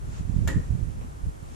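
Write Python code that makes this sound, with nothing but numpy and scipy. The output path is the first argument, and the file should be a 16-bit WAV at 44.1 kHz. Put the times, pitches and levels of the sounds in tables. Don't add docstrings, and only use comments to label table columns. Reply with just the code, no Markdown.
import sys
import numpy as np
from scipy import signal
from scipy.fft import rfft, irfft
from scipy.io import wavfile

SR = 44100
rng = np.random.default_rng(int(sys.argv[2]) if len(sys.argv) > 2 else 0)


def store_pcm(level_fs):
    pcm = np.round(np.clip(level_fs, -1, 1) * 32767).astype(np.int16)
    wavfile.write(sys.argv[1], SR, np.atleast_2d(pcm).T)


N = 68355
CLUNK_S = .4737


def amp(db):
    return 10 ** (np.asarray(db) / 20)


def read(points, hz):
    f, value = np.transpose(points)
    return np.interp(np.log(hz + 1), np.log(f + 1), value)


def level(points):
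    return amp(np.interp(np.arange(N) / SR, *np.transpose(points)))


def since(start):
    return np.maximum(np.arange(N) / SR - start, 0)


def burst(start, rise, t60):
    t = since(start)
    return (1 - np.exp(-t / rise)) * np.exp(-np.log(1000) * t / t60)


def noise(spectrum, channels=2):
    colour = amp(read(spectrum, np.fft.rfftfreq(N, 1 / SR)))
    x = irfft(rfft(rng.standard_normal((channels, N))) * colour, N)
    return x / np.sqrt(np.mean(x ** 2) + 1e-20)


# frequency in Hz, relative density in dB.
AIR_MID_SPECTRUM = [(20, 0), (50, 0), (130, -4), (200, -16.5), (280, -7.5), (400, -11), (620, -16),
                    (1070, -19), (2580, -25.5), (4500, -29.5), (7200, -27), (9500, -28.5), (12000, -34.5),
                    (14800, -46)]
AIR_SIDE_SPECTRUM = [(20, -7), (50, -1), (130, -17), (200, -21), (300, -8.5), (570, -11.5), (780, -11),
                     (1090, -14), (2500, -28.5), (4300, -38.5), (7340, -29.5), (9500, -33), (12000, -38.5),
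                     (14800, -49)]
HISS_SPECTRUM = [(800, 10), (2200, 7), (4500, 1.5), (7200, 7), (10000, -12), (14000, -83)]
# time in seconds, level in dB.
HISS_CURVE = [(0, -73), (.1, -56), (.14, -51.5), (.195, -51.5), (.25, -63), (.38, -58.5), (.6, -57.5),
              (1.3, -74.5), (1.45, -64), (1.55, -55)]


def air():
    mid = amp(-51.5) * noise(AIR_MID_SPECTRUM, channels=1)
    side = amp(-49) * noise(AIR_SIDE_SPECTRUM, channels=1)
    hiss = level(HISS_CURVE) * noise(HISS_SPECTRUM)
    return np.vstack([mid + side, mid - side]) + hiss


# time in seconds, strength in dB.
LEFT_GUSTS = [(0, -33.5), (.3, -35), (.42, -27.5), (.48, -25.5), (.54, -32), (.595, -19), (.62, -39.5),
              (.73, -31.5), (.85, -40.5), (.99, -35), (1.12, -38), (1.22, -39.5), (1.29, -35.5),
              (1.34, -47.5), (1.55, -38.5)]
RIGHT_GUSTS = [(0, -42.5), (.1, -29), (.17, -38.5), (.22, -35.5), (.33, -25.5), (.39, -21), (.46, -20),
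               (.53, -30), (.58, -22), (.64, -29), (.69, -31.5), (.74, -23.5), (.8, -26.5), (.89, -26),
               (.95, -33.5), (1.05, -33.5), (1.1, -42.5), (1.19, -42.5), (1.26, -29), (1.33, -44),
               (1.55, -40)]
# frequency in Hz, relative density in dB.
RUMBLE_SPECTRUM = [(15, -39), (28, -2), (50, 5), (95, -2), (140, -10.5), (200, -14), (300, -20), (450, -29),
                   (700, -45.5), (1500, -100)]
FLUTTER_SPECTRUM = [(30, -27), (90, -2.5), (150, 4.5), (200, -10.5), (270, -19), (400, -23.5), (700, -37),
                    (1500, -100)]
# centre in seconds, peak in dB, pitch in Hz, port struck (0 left, 1 right).
PORT_EDDIES = [(.199, -23.5, 102, 0), (0.211, -19.5, 108, 1), (0.254, -19, 78, 1), (0.298, -14, 105, 1),
               (0.344, -18, 120, 0), (0.3662, -11.5, 86, 1), (0.389, -10, 90, 1), (0.4216, -17.5, 94, 1),
               (.455, -23, 120, 1), (0.4696, -19.5, 67, 0), (0.552, -18.5, 55, 1), (0.5621, -13.5, 123, 1),
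               (0.569, -10.5, 107, 1), (0.5789, -11, 84, 0), (0.5999, -21, 87, 0), (0.708, -11.5, 78, 1),
               (0.7264, -14.5, 69, 1), (0.753, -15, 86, 1), (0.832, -13.5, 64, 1), (0.885, -18, 100, 1),
               (1.028, -28, 45, 0), (1.049, -25.5, 110, 1), (1.24, -20.5, 60, 1), (1.2718, -17.5, 75, 0),
               (1.285, -18.5, 48.7, 1), (1.431, -26, 95, 1)]


def draught():
    reference_gust = amp(-24.5)
    strength = np.array([level(LEFT_GUSTS), level(RIGHT_GUSTS)]) / reference_gust
    rumble = amp(-3) * strength ** 0.74 * noise(RUMBLE_SPECTRUM)
    flutter = amp(-6) * strength ** 1.29 * noise(FLUTTER_SPECTRUM)
    wind = reference_gust * (rumble + flutter)
    for centre, db, hz, port in PORT_EDDIES:
        passage = 2 * np.pi * hz * (np.arange(N) / SR - centre)
        wind[port] -= amp(db) * passage * np.exp((1 - passage ** 2) / 2)
    return wind


# frequency in Hz, relative density in dB.
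KNOCK_SPECTRUM = [(60, 7), (200, 3), (450, 3.5), (750, 1.5), (1400, -19), (2400, -11), (4000, -24),
                  (12000, -34)]


def knock():
    return amp(-37.5) * burst(start=1.008, rise=.007, t60=0.13) * noise(KNOCK_SPECTRUM)


# frequency in Hz, time to fall 60 dB in seconds.
GARAGE_T60 = [(300, 0.38), (800, 0.42), (2000, 0.34), (5000, 0.21), (7300, .29), (9000, 0.29), (13000, .17)]


def garage_decay(x, start):
    hz, t, bands = signal.stft(x, SR, nperseg=256)
    decay = np.exp(-np.log(1000) * np.maximum(t - start, 0) / read(GARAGE_T60, hz)[:, None])
    _, tail = signal.istft(bands * decay, SR, nperseg=256)
    build_up = 1 - np.exp(-since(start) / 0.0067)
    return tail[:, :N] * build_up


# frequency in Hz, relative density in dB.
TAIL_SPECTRUM = [(150, -6.5), (300, -1.5), (540, -12), (700, -24), (1000, -17), (1300, -19.5),
                 (1580, -18.5), (1850, -8), (2100, -19.5), (2600, -21), (5200, -26.5), (6500, -25),
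                 (7230, -18), (8000, -29.5), (11000, -33.5), (12900, -33), (14800, -68)]


def garage_tail():
    return amp(-28) * garage_decay(noise(TAIL_SPECTRUM), CLUNK_S)


# frequency in Hz, relative level in dB,
# time to fall 60 dB, swell and delay, all three in seconds, left port minus right in dB.
STEEL_MODES = [(423, -44, .5, .006, 0, 0), (469, -47, .45, .015, .01, 0), (538, -36.5, .28, .008, .019, 0),
               (660, -33.5, .09, .001, 0, 0), (863, -45, .25, .002, 0, 0), (932, -34.5, .09, .001, 0, -1),
               (1112, -46, .2, .003, 0, 0), (1251, -48, .33, .004, 0, 0), (1400, -33.5, .07, .001, 0, -1),
               (1710, -33.5, .18, .001, 0, -1), (1740, -42, .2, .008, 0, 0), (1785, -37, .26, .002, 0, 0),
               (1836, -40, .45, .01, 0, 0), (1872, -50, .8, .01, .01, 0), (1895, -51, .8, .01, .01, 0),
               (1911, -32.5, .18, .003, .007, -1), (2270, -40, .09, .001, 0, 0),
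               (7007, -47, .13, .001, 0, 0), (7120, -55, .33, .002, 0, 0),
               (7222, -28.5, .035, .0006, .0015, 4), (12980, -45, .04, .001, .002, 0)]
PORT_SPREAD_RAD = .45


def steel_ring():
    direct = np.zeros((2, N))
    for hz, db, t60, swell, delay, pan_db in STEEL_MODES:
        phase = np.pi * rng.standard_normal() + PORT_SPREAD_RAD * rng.standard_normal((2, 1))
        pan = amp(pan_db * np.array([[.5], [-.5]]))
        tone = np.sin(2 * np.pi * hz * since(CLUNK_S) + phase)
        direct += amp(db) * pan * burst(CLUNK_S + delay, swell, t60) * tone
    room = garage_decay(rng.standard_normal((2, N)), start=0)
    room /= np.linalg.norm(room[0])
    reverberant = signal.fftconvolve(direct, room, axes=1)[:, :N]
    return amp(-2) * direct + amp(-15) * reverberant


# delay after the first contact in seconds, relative level in dB.
PLUNGER_CONTACTS = [(0, -6), (.0022, 0), (.0062, -1)]
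EARLY_RETURNS = [(0.0115, -5), (0.026, -21)]
# frequency in Hz, relative density in dB.
CRACK_SPECTRUM = [(200, 3), (400, 1), (900, -10), (1400, -8), (1850, -4), (2500, -14.5), (3500, -10),
                  (5200, -19.5), (6500, -10.5), (7230, -25), (8000, -18.5), (11000, -19.5), (12000, -16.5),
                  (13200, -13.5), (14800, -33)]
CRACK_SHARED = .55


def plunger_crack():
    power = sum(amp(db) ** 2 * burst(CLUNK_S + delay, rise=.0008, t60=0.021) ** 2
                for delay, db in PLUNGER_CONTACTS + EARLY_RETURNS)
    grit = noise(CRACK_SPECTRUM, channels=3)
    at_ports = np.sqrt(CRACK_SHARED) * grit[2] + np.sqrt(1 - CRACK_SHARED) * grit[:2]
    return amp(-26) * np.sqrt(power) * at_ports


def scene():
    clunk = plunger_crack() + steel_ring() + garage_tail()
    return clunk + knock() + draught() + air()


def record(dry):
    lowpass = signal.firwin(511, cutoff=14800, window=("kaiser", 9), fs=SR)
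    return signal.oaconvolve(dry, lowpass[None], "same")


dry = scene()
out = record(dry)
store_pcm(out)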